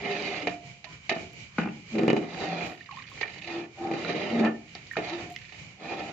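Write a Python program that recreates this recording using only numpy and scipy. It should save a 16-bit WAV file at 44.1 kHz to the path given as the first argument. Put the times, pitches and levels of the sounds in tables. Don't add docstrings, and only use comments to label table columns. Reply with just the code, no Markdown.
import sys
import numpy as np
from scipy import signal
from scipy.fft import rfft, irfft
from scipy.io import wavfile
from scipy.ndimage import uniform_filter1d, map_coordinates

SR = 44100
rng = np.random.default_rng(int(sys.argv[2]) if len(sys.argv) > 2 else 0)


def bounce(signal):
    frames = np.transpose(np.atleast_2d(signal))
    limited = np.clip(frames, -1, 1)
    pcm = np.round(limited * 32767).astype(np.int16)
    wavfile.write(sys.argv[1], SR, pcm)


N = 270310
TIME = np.arange(N) / SR
RESPONSE_SIZE = 32768


# frequency in Hz, left-right correlation.
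DIFFUSE_CORRELATION = [(100, 0.95), (300, 0.76), (700, 0.31), (1300, 0.004), (3000, -0.2), (8000, 0.024)]
# frequency in Hz, time to fall by 60 dB in s.
ROOM_T60 = [(100, 0.47), (260, 0.4), (700, 0.42), (1840, 0.15), (4850, 0.071)]
# frequency in Hz, relative density in dB per Hz.
BURNER_COLOUR = [(25, -28), (60, 0.5), (100, 5.5), (160, 6.5), (230, -4.5), (500, -10), (750, -13.5),
                 (1100, -11.5), (1600, -13), (2000, -7.5), (2330, 3.5), (2650, -9), (2950, -3.5),
                 (3400, -14.5), (4400, -13), (5400, -15.5), (6700, -16), (8000, -20), (15000, -44.5)]
# frequency in Hz, left-right in dB.
BURNER_PAN = [(100, -0.5), (700, 1.5), (1400, -4.5), (2400, -7), (4500, -7.5), (6700, 3.5)]
BURNER_DB = -51.5
# start in seconds, level in dB, decay to 1/e in s.
TICKS = [(1.332, -42, 0.0042), (2.66, -47, 0.071), (3.098, -50, 0.012), (4.924, -41.5, 0.0081),
         (5.301, -37, 0.0061), (5.32, -45, 0.037), (5.362, -49, 0.0027), (5.965, -54, .025)]
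# start in seconds, end in seconds, level in dB.
TRICKLES = [(2.3, 3.203, -60), (2.895, 3.14, -64), (3.188, 3.47, -54), (4.652, 4.943, -64.5),
            (5.27, 5.592, -59.5)]
TRICKLE_FADE_S = 0.02
SQUELCH_DB = -16
# start in seconds, bubble pitch in Hz, peak in dB, cycles to fall by 60 dB.
DRIPS = [(0.866, 996, -48, 175.5), (2.808, 1830, -35, 54), (2.89, 1132, -35, 106), (2.908, 1074, -35.5, 62),
         (2.925, 2690, -33, 27), (2.924, 813, -40.5, 69), (2.942, 894, -39, 54), (2.969, 1060, -35, 76),
         (2.985, 1160, -35.5, 58), (3.004, 1070, -43, 70), (3.04, 2980, -35, 33), (3.116, 1084, -39.5, 37),
         (3.174, 1960, -38, 26), (3.278, 2350, -25.5, 30), (3.421, 2560, -28, 30), (3.445, 2630, -26.5, 31),
         (4.048, 1390, -21.5, 21), (4.048, 3920, -27.5, 52), (4.072, 3870, -29.5, 49),
         (4.751, 2970, -22, 9.5), (4.751, 4660, -21.5, 18), (4.912, 1836, -26, 55), (4.934, 1780, -27, 22),
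         (4.956, 1410, -25.5, 20), (4.975, 432, -22, 35), (5.362, 2040, -25, 39), (5.363, 3000, -19, 14),
         (5.362, 4800, -11.5, 5)]
# start in seconds, level in dB, brightness in dB per octave.
POT_KNOCKS = [(1.583, -23.5, -2.5), (1.595, -40.5, 0), (1.606, -49, 1.5), (1.616, -44, 6),
              (1.627, -49.5, 4.5), (1.641, -43, 0), (1.6565, -36.5, -5.5), (1.672, -39.5, -1),
              (1.686, -50.5, 6), (2.131, -48, -12)]
# frequency in Hz, level in dB, time to fall by 60 dB in s.
POT_MODES = [(172, -5.5, 0.2), (224, -1.5, 0.11), (302, 0, 0.083), (491, -14, 0.12), (813, 3, 0.065),
             (1064, -8.5, 0.044), (1220, -1.5, .04), (1464, 3.5, 0.052), (1680, -2.5, .04),
             (1870, -4.5, 0.036), (2230, -2, 0.035), (2320, -13.5, 0.03), (2690, -7, 0.032),
             (2830, -25, 0.077)]
# start in seconds, level in dB, brightness in dB per octave.
SIDE_TAPS = [(3.175, -54, 4), (3.2115, -31, 0), (3.216, -38, 4), (3.2305, -39, 8), (3.2355, -43, -1)]
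# frequency in Hz, level in dB, time to fall by 60 dB in s.
SIDE_MODES = [(306, -15.5, 0.22), (448, -1.5, 0.081), (567, 1.5, 0.039), (1841, 0.5, 0.039),
              (2030, -7, 0.044), (2320, 1.5, 0.036), (2460, -3, 0.023), (2720, -13, .025)]
# start in seconds, level in dB, brightness in dB per octave, peak of the longest note in dB.
RIM_KNOCKS = [(0.472, -38.5, -5, -33), (0.843, -55.5, 1, -57.5), (1.0942, -35.5, 0.5, -66),
              (1.114, -31.5, -2.5, -39), (4.968, -31, -5, -54)]
# frequency in Hz, level in dB, time to fall by 60 dB in s.
RIM_MODES = [(371.3, -9.5, 0.35), (447.4, 2.5, 0.17), (623, 0, 0.12), (661.4, 3.5, 0.13), (853, -12, 0.31),
             (1251, -1, 0.064), (1705, 2, 0.089), (1850, -10.5, 0.18), (1820, 2, 0.14), (2140, -1, 0.095),
             (2580, -13, 0.13), (2650, -5.5, 0.16), (3700, -7, 0.15)]
RIM_NOTE_HZ, RIM_NOTE_T60_S = 700, 0.61
# start in seconds, end in seconds, pitch in Hz, level at the end in dB.
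SINGING = [(0.29, 0.454, 730, -43.5), (2.08, 2.107, 2940, -38), (2.355, 2.556, 762, -38),
           (3.783, 3.85, 770, -38.5), (3.822, 3.944, 780, -37.5), (4.427, 4.477, 1793, -37),
           (5.245, 5.326, 710, -47), (5.813, 6.05, 787, -43)]
# frequency in Hz, energy in dB before the contact's colour, time to fall by 60 dB in s.
BASIN_MODES = [(177.7, -8, 0.11), (305, -18.5, 0.43), (392.6, -8, 0.047), (580.7, -11, 0.055),
               (710, -9.5, 0.44), (817, -13.5, 0.14), (945, -15.5, 0.06), (1276, -17.5, 0.08),
               (1779, -15, 0.12), (1913, -15.5, 0.14), (2047, -10.5, 0.078), (2407, -9.5, 0.095),
               (2653, -20, 0.06), (2940, -16.5, 0.19), (3790, -25, 0.4)]
# frequency in Hz, level in dB.
CONTACT_COLOURS = [
    [(40, -41.5), (95, -15.5), (170, -1.5), (330, 8), (420, 1.5), (500, -1), (590, -8.5), (830, -7),
     (1100, -51), (4000, -85.5)],
    [(300, -28), (480, -10), (620, -1), (790, 1), (980, -8.5), (1300, -5.5), (1520, -12.5), (1800, -11),
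     (2300, -61), (7000, -84)],
    [(1100, -35.5), (1550, -25), (1800, 1), (2400, 3), (3000, -2.5), (3500, -12), (5000, -60), (10000, -78)],
    [(2200, -17.5), (3150, -1.5), (3750, 3.5), (4600, 1), (5300, -7.5), (6700, -10.5), (8000, -31.5),
     (10000, -54), (15000, -69)],
]
# grains per second in the spatter of a blow, spread of their sizes in dB,
# stroke trim in dB, blow trim in dB, near reflections in dB, room in dB, share of the pan from 0 to 1.
CONTACT_RANGES = [(487, 8, -9.5, -0.5, 0, -2, 0.02), (970, 3.5, -9.5, -1, 2, 1.5, 0.09),
                  (1430, 2.5, -5, 2.5, 6.5, 0, 0.94), (1910, 9.5, 0.5, 1.5, 15, 1, 0.8)]
# start in seconds, end in seconds, push in dB, scrape in dB, crunch in dB, fizz in dB.
SWEEPS = [(-0.06, 0.456, -30.5, -29, -30, -49.5), (0.046, 0.428, -65, -49.5, -50, -45),
          (1.887, 2.265, -25, -33.5, -41.5, -55.5), (2.232, 2.722, -27.5, -28, -35, -45),
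          (3.415, 3.645, -39.5, -31, -36.5, -49), (3.737, 4.017, -50.5, -29.5, -46, -55),
          (3.897, 4.473, -25, -30.5, -33, -46), (4.247, 4.488, -32.5, -33.5, -66.5, -68),
          (4.407, 4.468, -22, -11, -32.5, -59), (4.968, 5.231, -43, -30.5, -35, -46.5),
          (5.14, 5.298, -34, -47, -58, -70), (5.762, 6.111, -30, -30.5, -37.5, -49.5)]
SWEEP_ATTACK_S, SWEEP_RELEASE_S = 0.091, 0.016
SWEEP_ARCH_DB = 8.5
FIZZ_FADE_DB = 4.5
RUB_GRAINS_PER_S, RUB_SPREAD_DB = 8000, 2.0
WANDER_S, WANDER_PER_S = 0.000487, 14
STROKE_PAN_DB = -8
# start in seconds, end in seconds, pitch in Hz, final level in dB, swell in dB, share of tone from 0 to 1.
PRESSES = [(0.0, 0.323, 401.4, -38, -2.5, 0.6), (0.0, 0.3, 202.4, -41.5, -3.5, 0.15),
           (0.075, 0.388, 579, -47.5, -5, 0.75), (0.407, 0.488, 290.4, -33, -4, 0.15),
           (2.016, 2.173, 140, -39, 7, 0.4), (1.914, 2.185, 222.8, -26.5, -5, 0.22),
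           (1.94, 2.035, 325.7, -27.5, -0.5, 0.7), (2.2, 2.6, 172, -39, 10, 0.72),
           (3.435, 3.585, 339.5, -28.5, 15.5, 0.29), (3.777, 3.944, 335, -24.5, 5, 0.16),
           (4.147, 4.455, 606.5, -41.5, 2, 0.8), (4.3, 4.45, 225.5, -18, 9.5, 0.51),
           (5.089, 5.147, 339.3, -30.5, 9, 0.56)]
PRESS_ATTACK_S, PRESS_RELEASE_S = 0.036, 0.048
PRESS_SCRAPE_DB = -17.5
# start in seconds, level in dB, brightness in dB per range, left-right in dB before the range's share.
SPLATS = [(0.471, -25, -0.5, -7.5), (0.8426, -45, 6, -12.5), (1.094, -26.5, 4, -4.5),
          (1.114, -29, -3.5, -5), (1.164, -34.5, -7.5, 0), (1.5834, -31.5, -0.5, -3), (1.598, -34, -3, -1),
          (1.615, -40.5, -4, -6), (1.634, -39, -2, -5), (1.6577, -42, -8, -3), (1.673, -45, -9, 1),
          (3.2115, -34.5, 3, -21), (4.448, -28, -4.5, -15.5), (4.466, -38, -3, -9), (4.9675, -28, -1, -7),
          (4.987, -31.5, -7, -14)]
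# start in seconds, level in dB, brightness in dB per range, left-right in dB before the range's share.
BUMPS = [(1.232, -52, -3, 4.5), (1.954, -36.5, 2, -10), (1.983, -32.5, 5, -8), (1.9925, -30, -3, -11),
         (2.034, -31, -3.5, -0.5), (2.0798, -22, 0, -8), (2.1012, -22, 1.5, -7), (2.131, -27, -4, -10),
         (2.1655, -29, 2, -4), (3.8717, -43.5, 2.5, -16), (3.9131, -33, 2.5, -3), (3.936, -36.5, 4.5, -7.5),
         (4.3955, -31.5, 1.5, -6.5)]
# start in seconds, level in dB, brightness of the fizz in dB, left-right in dB before the range's share.
SNAPS = [(2.6081, -31, -36, -23), (2.9513, -52, -33, -15), (3.099, -58, -3, -5), (3.1748, -47, -27, -8),
         (3.2305, -36, -26, -2), (3.279, -40.5, -17, -1), (3.359, -40.5, -26, -17),
         (3.4212, -47.5, -11, -8), (3.4452, -53, -4, -18), (3.474, -35.5, -16, -11),
         (4.7517, -37.5, -12.5, -4), (4.8684, -75.5, 19, -5), (5.0959, -37.5, -8.5, -10),
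         (5.5224, -42, -20, -18)]
# push, scrape, crunch and fizz in dB as a group, then spatter in dB.
SPLAT_KIND = ((-1.5, 0.5, -0.5, -10), -7.5)
# push, scrape, crunch and fizz in dB as a group, then spatter in dB.
BUMP_KIND = ((9.5, -0.5, -6, -19), -22.5)
# push, scrape, crunch and fizz in dB as a group, then spatter in dB.
SNAP_KIND = ((-10.5, -6, -5.5, 5.5), -0.55)
PATTER_PER_S, PATTER_DB = 79, 5
PATTER_FIZZ_DB = -6.5
BASIN_LOW_HZ = 72
MIC_LAG_S = .00005
MIC_CUT_HZ, CUTOFF_HZ = 7500, 15500


def from_db(db):
    return 10 ** (np.asarray(db) / 20)


def rms_one(x):
    return x / np.sqrt(np.mean(x ** 2) + 1e-20)


def at_hz(points, hz):
    table_hz, value = np.transpose(points)
    return np.interp(np.log(np.maximum(hz, 1)), np.log(table_hz), value)


def panned(left_right_db):
    gains = from_db(np.array([[.5], [-.5]]) * left_right_db)
    return gains / gains.mean()


def drift(rate):
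    knots = rng.standard_normal(8192)
    curve = map_coordinates(knots, [TIME[::32] * rate], order=3, mode="wrap")
    return rms_one(curve).repeat(32)[:N]


def lagged(x, lag_s):
    return map_coordinates(x, [np.arange(len(x)) - lag_s * SR], order=1)


def envelope(start, end, attack_s, release_s):
    attack = np.clip((TIME - start) / attack_s, 0, 1)
    return attack * np.exp(-np.maximum(TIME - end, 0) / release_s)


def progress(start, end):
    return np.clip((TIME - start) / (end - start), 0, 1)


def grains(per_s, spread_db):
    sizes = from_db(spread_db * np.minimum(rng.exponential(1, N), 4)) * rng.choice([-1, 1], N)
    clicks = sizes * (rng.random(N) < per_s / SR)
    local_power = uniform_filter1d(clicks ** 2, size=2048)
    return clicks / np.sqrt(np.maximum(local_power, 1e-4))


def diffuse(size):
    hz = np.fft.rfftfreq(size, 1 / SR)
    alike = np.clip(at_hz(DIFFUSE_CORRELATION, hz), -1, 1)
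    mid, side = rfft(rng.standard_normal((2, size)))
    mid = np.sqrt(1 + alike) * mid
    side = np.sqrt(1 - alike) * side * [[1], [-1]]
    return hz, (mid + side) / np.sqrt(2)


def room_tail(build_s=0.00024):
    t = np.arange(RESPONSE_SIZE) / SR
    hz, noise = diffuse(RESPONSE_SIZE)
    edges = np.r_[0, 125 * 2. ** np.arange(7), SR]
    tail = 0
    for low, high in zip(edges, edges[1:]):
        t60 = at_hz(ROOM_T60, (low + high) / 2)
        decay = from_db(-60 * t / t60) * (1 - np.exp(-t / build_s))
        band = irfft(noise * (hz >= low) * (hz < high))
        tail = tail + band * decay / np.linalg.norm(decay)
    return tail


def with_room(x, tail, room_db):
    return x + from_db(room_db) * signal.fftconvolve(tail, x[None], axes=1)[:, :N]


def burner(flicker_db=3.5, waver_db=2.0, waver_below_hz=1900):
    hz, noise = diffuse(N)
    balance = from_db(at_hz(BURNER_PAN, hz) * np.array([[.5], [-.5]]))
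    spectrum = noise * from_db(at_hz(BURNER_COLOUR, hz)) * balance
    flame = irfft(spectrum, N)
    steady_rms = flame.mean(0).std()
    for top in waver_below_hz / 2. ** np.arange(4):
        octave = irfft(spectrum * (hz >= top / 2) * (hz < top), N)
        flame = flame + octave * (from_db(waver_db * drift(11)) - 1)
    return from_db(BURNER_DB + flicker_db * drift(15)) * flame / steady_rms


def simmer(level_db=-61.0, low_hz=100, high_hz=195, swell_db=12.5):
    band = signal.butter(2, [low_hz, high_hz], "band", fs=SR, output="sos")
    rumble = signal.sosfilt(band, rng.standard_normal(N))
    swells = from_db(swell_db * np.tanh(drift(8.8)))
    return from_db(level_db) * rms_one(rumble * swells)


def ticks(low_hz=7500, pan_db=6.0, per_s=1500):
    level = np.zeros(N)
    for s, db, decay_s in TICKS:
        level += (TIME >= s) * from_db(db) * np.exp(-np.abs(TIME - s) / decay_s)
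    clicks = level * grains(per_s, spread_db=-4.0) * rng.standard_normal((2, N))
    high = signal.butter(4, low_hz, "high", fs=SR, output="sos")
    return panned(pan_db) * signal.sosfilt(high, clicks)


def trickle():
    return sum(from_db(db) * envelope(start, end, TRICKLE_FADE_S, TRICKLE_FADE_S)
               for start, end, db in TRICKLES)


def dribble(tail, per_s=220, low_hz=1600, high_hz=4800, cycles=28, room_db=-10.5, count=24):
    pops = grains(per_s, spread_db=-11.0)
    dealt = rng.integers(0, count, N)
    bubbles = np.zeros(N)
    for k, hz in enumerate(np.geomspace(low_hz, high_hz, count)):
        radius = from_db(-60 * hz / (cycles * SR))
        angle = 2 * np.pi * hz / SR
        poles = [1, -2 * radius * np.cos(angle), radius * radius]
        bubbles += signal.lfilter([0, np.sin(angle)], poles, pops * (dealt == k) + 1e-18)
    _, _, crunch, _ = sweeps()
    bubbles = rms_one(bubbles) * np.hypot(from_db(SQUELCH_DB) * crunch, trickle())
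    return panned(STROKE_PAN_DB) * with_room(bubbles, tail, room_db)


def drips(tail, rise=0.016, onset_cycles=1.27, room_db=-6.0, pan_db=-7.0):
    out, t = np.zeros(N), TIME[:SR // 5]
    for s, hz, peak_db, cycles in DRIPS:
        at, t60 = int(s * SR), cycles / hz
        phase = 2 * np.pi * hz * t * (1 + rise * t / t60)
        onset = 1 - np.exp(-(hz * t / onset_cycles) ** 2)
        out[at:at + len(t)] += np.sin(phase) * from_db(peak_db - 60 * t / t60) * onset
    return panned(pan_db) * with_room(out, tail, room_db)


def struck(knocks, modes, uneven_db=3.0):
    out, t = np.zeros(N), TIME[:SR]
    hz, mode_db, t60 = np.transpose(modes)
    rings = from_db(-60 * t / t60[:, None]) * np.sin(2 * np.pi * hz[:, None] * t)
    octaves = np.log2(hz / 700)
    signs = (-1) ** np.arange(len(hz))
    for s, level_db, bright_db, *_ in knocks:
        at = int(s * SR)
        chance_db = uneven_db * rng.standard_normal(len(hz))
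        strengths = signs * from_db(level_db + mode_db + bright_db * octaves + chance_db)
        out[at:at + len(t)] += (strengths @ rings)[:N - at]
    return out


def rim_note():
    out = np.zeros(N)
    for s, _, _, note_db in RIM_KNOCKS:
        t = np.maximum(TIME - s, 0)
        out += np.sin(2 * np.pi * RIM_NOTE_HZ * t) * from_db(note_db - 60 * t / RIM_NOTE_T60_S)
    return out


def clanks(tail, rim_pan_db=-1.5, pot_pan_db=1.0, tap_pan_db=-5.5, note_pan_db=-6.5, room_db=-4.5):
    rim = panned(rim_pan_db) * with_room(struck(RIM_KNOCKS, RIM_MODES), tail, room_db)
    rim = rim + panned(note_pan_db) * rim_note()
    pot = panned(pot_pan_db) * with_room(struck(POT_KNOCKS, POT_MODES), tail, room_db)
    taps = panned(tap_pan_db) * with_room(struck(SIDE_TAPS, SIDE_MODES), tail, room_db)
    return rim + pot + taps


def singing(release_s=0.036, waver=0.016, flutter_db=3.0, pan_db=0.0):
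    out = np.zeros(N)
    for start, end, hz, level_db in SINGING:
        growth = np.sqrt(np.clip((TIME - start) / max(end - start, .01), 0, 1))
        swell = growth * np.exp(-np.maximum(TIME - end, 0) / release_s)
        phase = 2 * np.pi * np.cumsum(hz * (1 + waver * drift(90))) / SR
        out += np.sqrt(2) * swell * np.sin(phase) * from_db(level_db + flutter_db * drift(70))
    return panned(pan_db) * out


def causal(colour):
    hz = np.fft.rfftfreq(RESPONSE_SIZE, 1 / SR)
    cepstrum = irfft(np.log(from_db(at_hz(colour, hz))))
    cepstrum[1:RESPONSE_SIZE // 2] *= 2
    cepstrum[RESPONSE_SIZE // 2 + 1:] = 0
    return irfft(np.exp(rfft(cepstrum)))


def response(colour, near_db, room_db, tail, near_s=0.0057):
    t = np.arange(RESPONSE_SIZE) / SR
    near = irfft(diffuse(RESPONSE_SIZE)[1]) * np.exp(-t / near_s)
    near = near / np.linalg.norm(near, axis=1, keepdims=True)
    paths = from_db(near_db) * near + from_db(room_db) * tail
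    paths[0, int(MIC_LAG_S * SR)] += 1
    paths[1, 0] += 1
    paths = rfft(paths)
    paths /= np.sqrt(uniform_filter1d(np.abs(paths) ** 2, size=200, axis=1))
    end_fade = np.minimum(10 * (1 - t / t[-1]), 1) ** 2
    contact = irfft(paths * rfft(causal(colour))) * end_fade
    out = contact / np.linalg.norm(contact, axis=1, keepdims=True)
    for hz, level_db, t60 in BASIN_MODES:
        phase = np.angle(contact @ np.exp(-2j * np.pi * hz * t))[:, None]
        ring = np.cos(2 * np.pi * hz * t + phase) * from_db(-60 * t / t60)
        out = out + from_db(level_db + at_hz(colour, hz)) * ring / np.linalg.norm(ring[0])
    return out / np.linalg.norm(out, axis=1, keepdims=True)


def judder(waver=0.0262, flutter_db=0.5):
    tone, rough = np.zeros((2, N))
    for start, end, hz, level_db, swell_db, share in PRESSES:
        swell = from_db(level_db + swell_db * (progress(start, end) - 1))
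        force = envelope(start, end, PRESS_ATTACK_S, PRESS_RELEASE_S) * swell
        share = np.clip(share, 0, 1)
        phase = 2 * np.pi * np.cumsum(hz * (1 + waver * drift(70))) / SR
        tone += force * np.sqrt(2 * share) * np.sin(phase) * from_db(flutter_db * drift(40))
        rough += force * np.sqrt(1 - share)
    return tone, rough


def sweeps():
    levels = np.zeros((4, N))
    for start, end, *levels_db in SWEEPS:
        way = 2 * progress(start, end) - 1
        arch = from_db(-SWEEP_ARCH_DB * way ** 2)
        speed = envelope(start, end, SWEEP_ATTACK_S, SWEEP_RELEASE_S) * arch
        stroke = np.outer(from_db(levels_db), speed)
        stroke[-1] *= from_db(-FIZZ_FADE_DB * way / 2)
        levels += stroke
    return levels


def blows(column, pan_share, scatter, contact_s=0.0051, spatter_s=0.041):
    out, t = np.zeros((2, N)), TIME[:SR // 4]
    shower = np.exp(-t / spatter_s)
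    shower /= np.linalg.norm(shower)
    kinds = (
        (SPLATS, SPLAT_KIND, column - 1),
        (BUMPS, BUMP_KIND, column - 1),
        (SNAPS, SNAP_KIND, max(column - 2, 0)),
    )
    for rows, (colour_db, spatter_db), tilt_steps in kinds:
        for s, level_db, bright_db, pan_db in rows:
            at = int(s * SR)
            size = min(len(t), N - at)
            blow = from_db(spatter_db) * shower[:size] * scatter[at:at + size]
            blow[0] += 1
            strength = from_db(level_db + colour_db[column] + bright_db * tilt_steps)
            gain = strength * np.sqrt(contact_s * SR)
            out[:, at:at + size] += gain * blow * panned(pan_db * pan_share)
    return out


def rice(tail, judder_db=0.0, palm_s=0.001013, palm_sway=0.12, palm_echo=0.33, uneven_db=2.0):
    tone, rough = judder()
    push, scrape, crunch, fizz = sweeps()
    pressed_scrape = np.hypot(scrape, from_db(PRESS_SCRAPE_DB) * rough)
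    levels = np.hypot(push, rough), pressed_scrape, crunch, fizz
    lumps = from_db(uneven_db * drift(45))
    patter = from_db(PATTER_DB) * trickle() * grains(PATTER_PER_S, spread_db=-3.0)
    strays = 0, 0, patter, from_db(PATTER_FIZZ_DB) * patter
    wander_s = WANDER_S * drift(WANDER_PER_S)
    palm_lag_s = palm_s * np.exp(palm_sway * drift(3.4))
    out = from_db(judder_db) * tone
    for k, (colour, settings) in enumerate(zip(CONTACT_COLOURS, CONTACT_RANGES)):
        per_s, spread_db, stroke_db, hit_db, near_db, room_db, pan_share = settings
        scatter = grains(per_s, spread_db)
        rubbing = lumps * grains(RUB_GRAINS_PER_S, RUB_SPREAD_DB)
        rub = from_db(stroke_db) * levels[k] * rubbing + strays[k]
        if k >= 2:
            rub = (rub + palm_echo * lagged(rub, palm_lag_s)) / np.hypot(1, palm_echo)
        contact = response(colour, near_db, room_db, tail)
        stroke = rub * panned(STROKE_PAN_DB * pan_share)
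        rubbed = signal.fftconvolve(stroke, contact, axes=1)[:, :N]
        rubbed = np.array([lagged(side, wander_s) for side in rubbed])
        hit = signal.fftconvolve(blows(k, pan_share, scatter), contact, axes=1)[:, :N]
        out = out + rubbed + from_db(hit_db) * hit
    return out


def scene():
    tail = room_tail()
    background = simmer() + burner()
    small_sounds = drips(tail) + dribble(tail) + ticks()
    basin = rice(tail) + singing() + clanks(tail)
    low_cut = signal.butter(2, BASIN_LOW_HZ, "high", fs=SR, output="sos")
    return signal.sosfilt(low_cut, basin + small_sounds) + background


def record(dry, leak_db=-16.0):
    voice_filter = signal.cheby1(10, .2, MIC_CUT_HZ, fs=SR, output="sos")
    above_filter = signal.butter(4, MIC_CUT_HZ, "high", fs=SR, output="sos")
    top_cut = signal.ellip(10, .1, 80, CUTOFF_HZ, fs=SR, output="sos")
    voice_band = signal.sosfilt(voice_filter, dry)
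    above = signal.sosfilt(above_filter, dry)
    return signal.sosfilt(top_cut, voice_band + from_db(leak_db) * above)


dry = scene()
out = record(dry)
bounce(out)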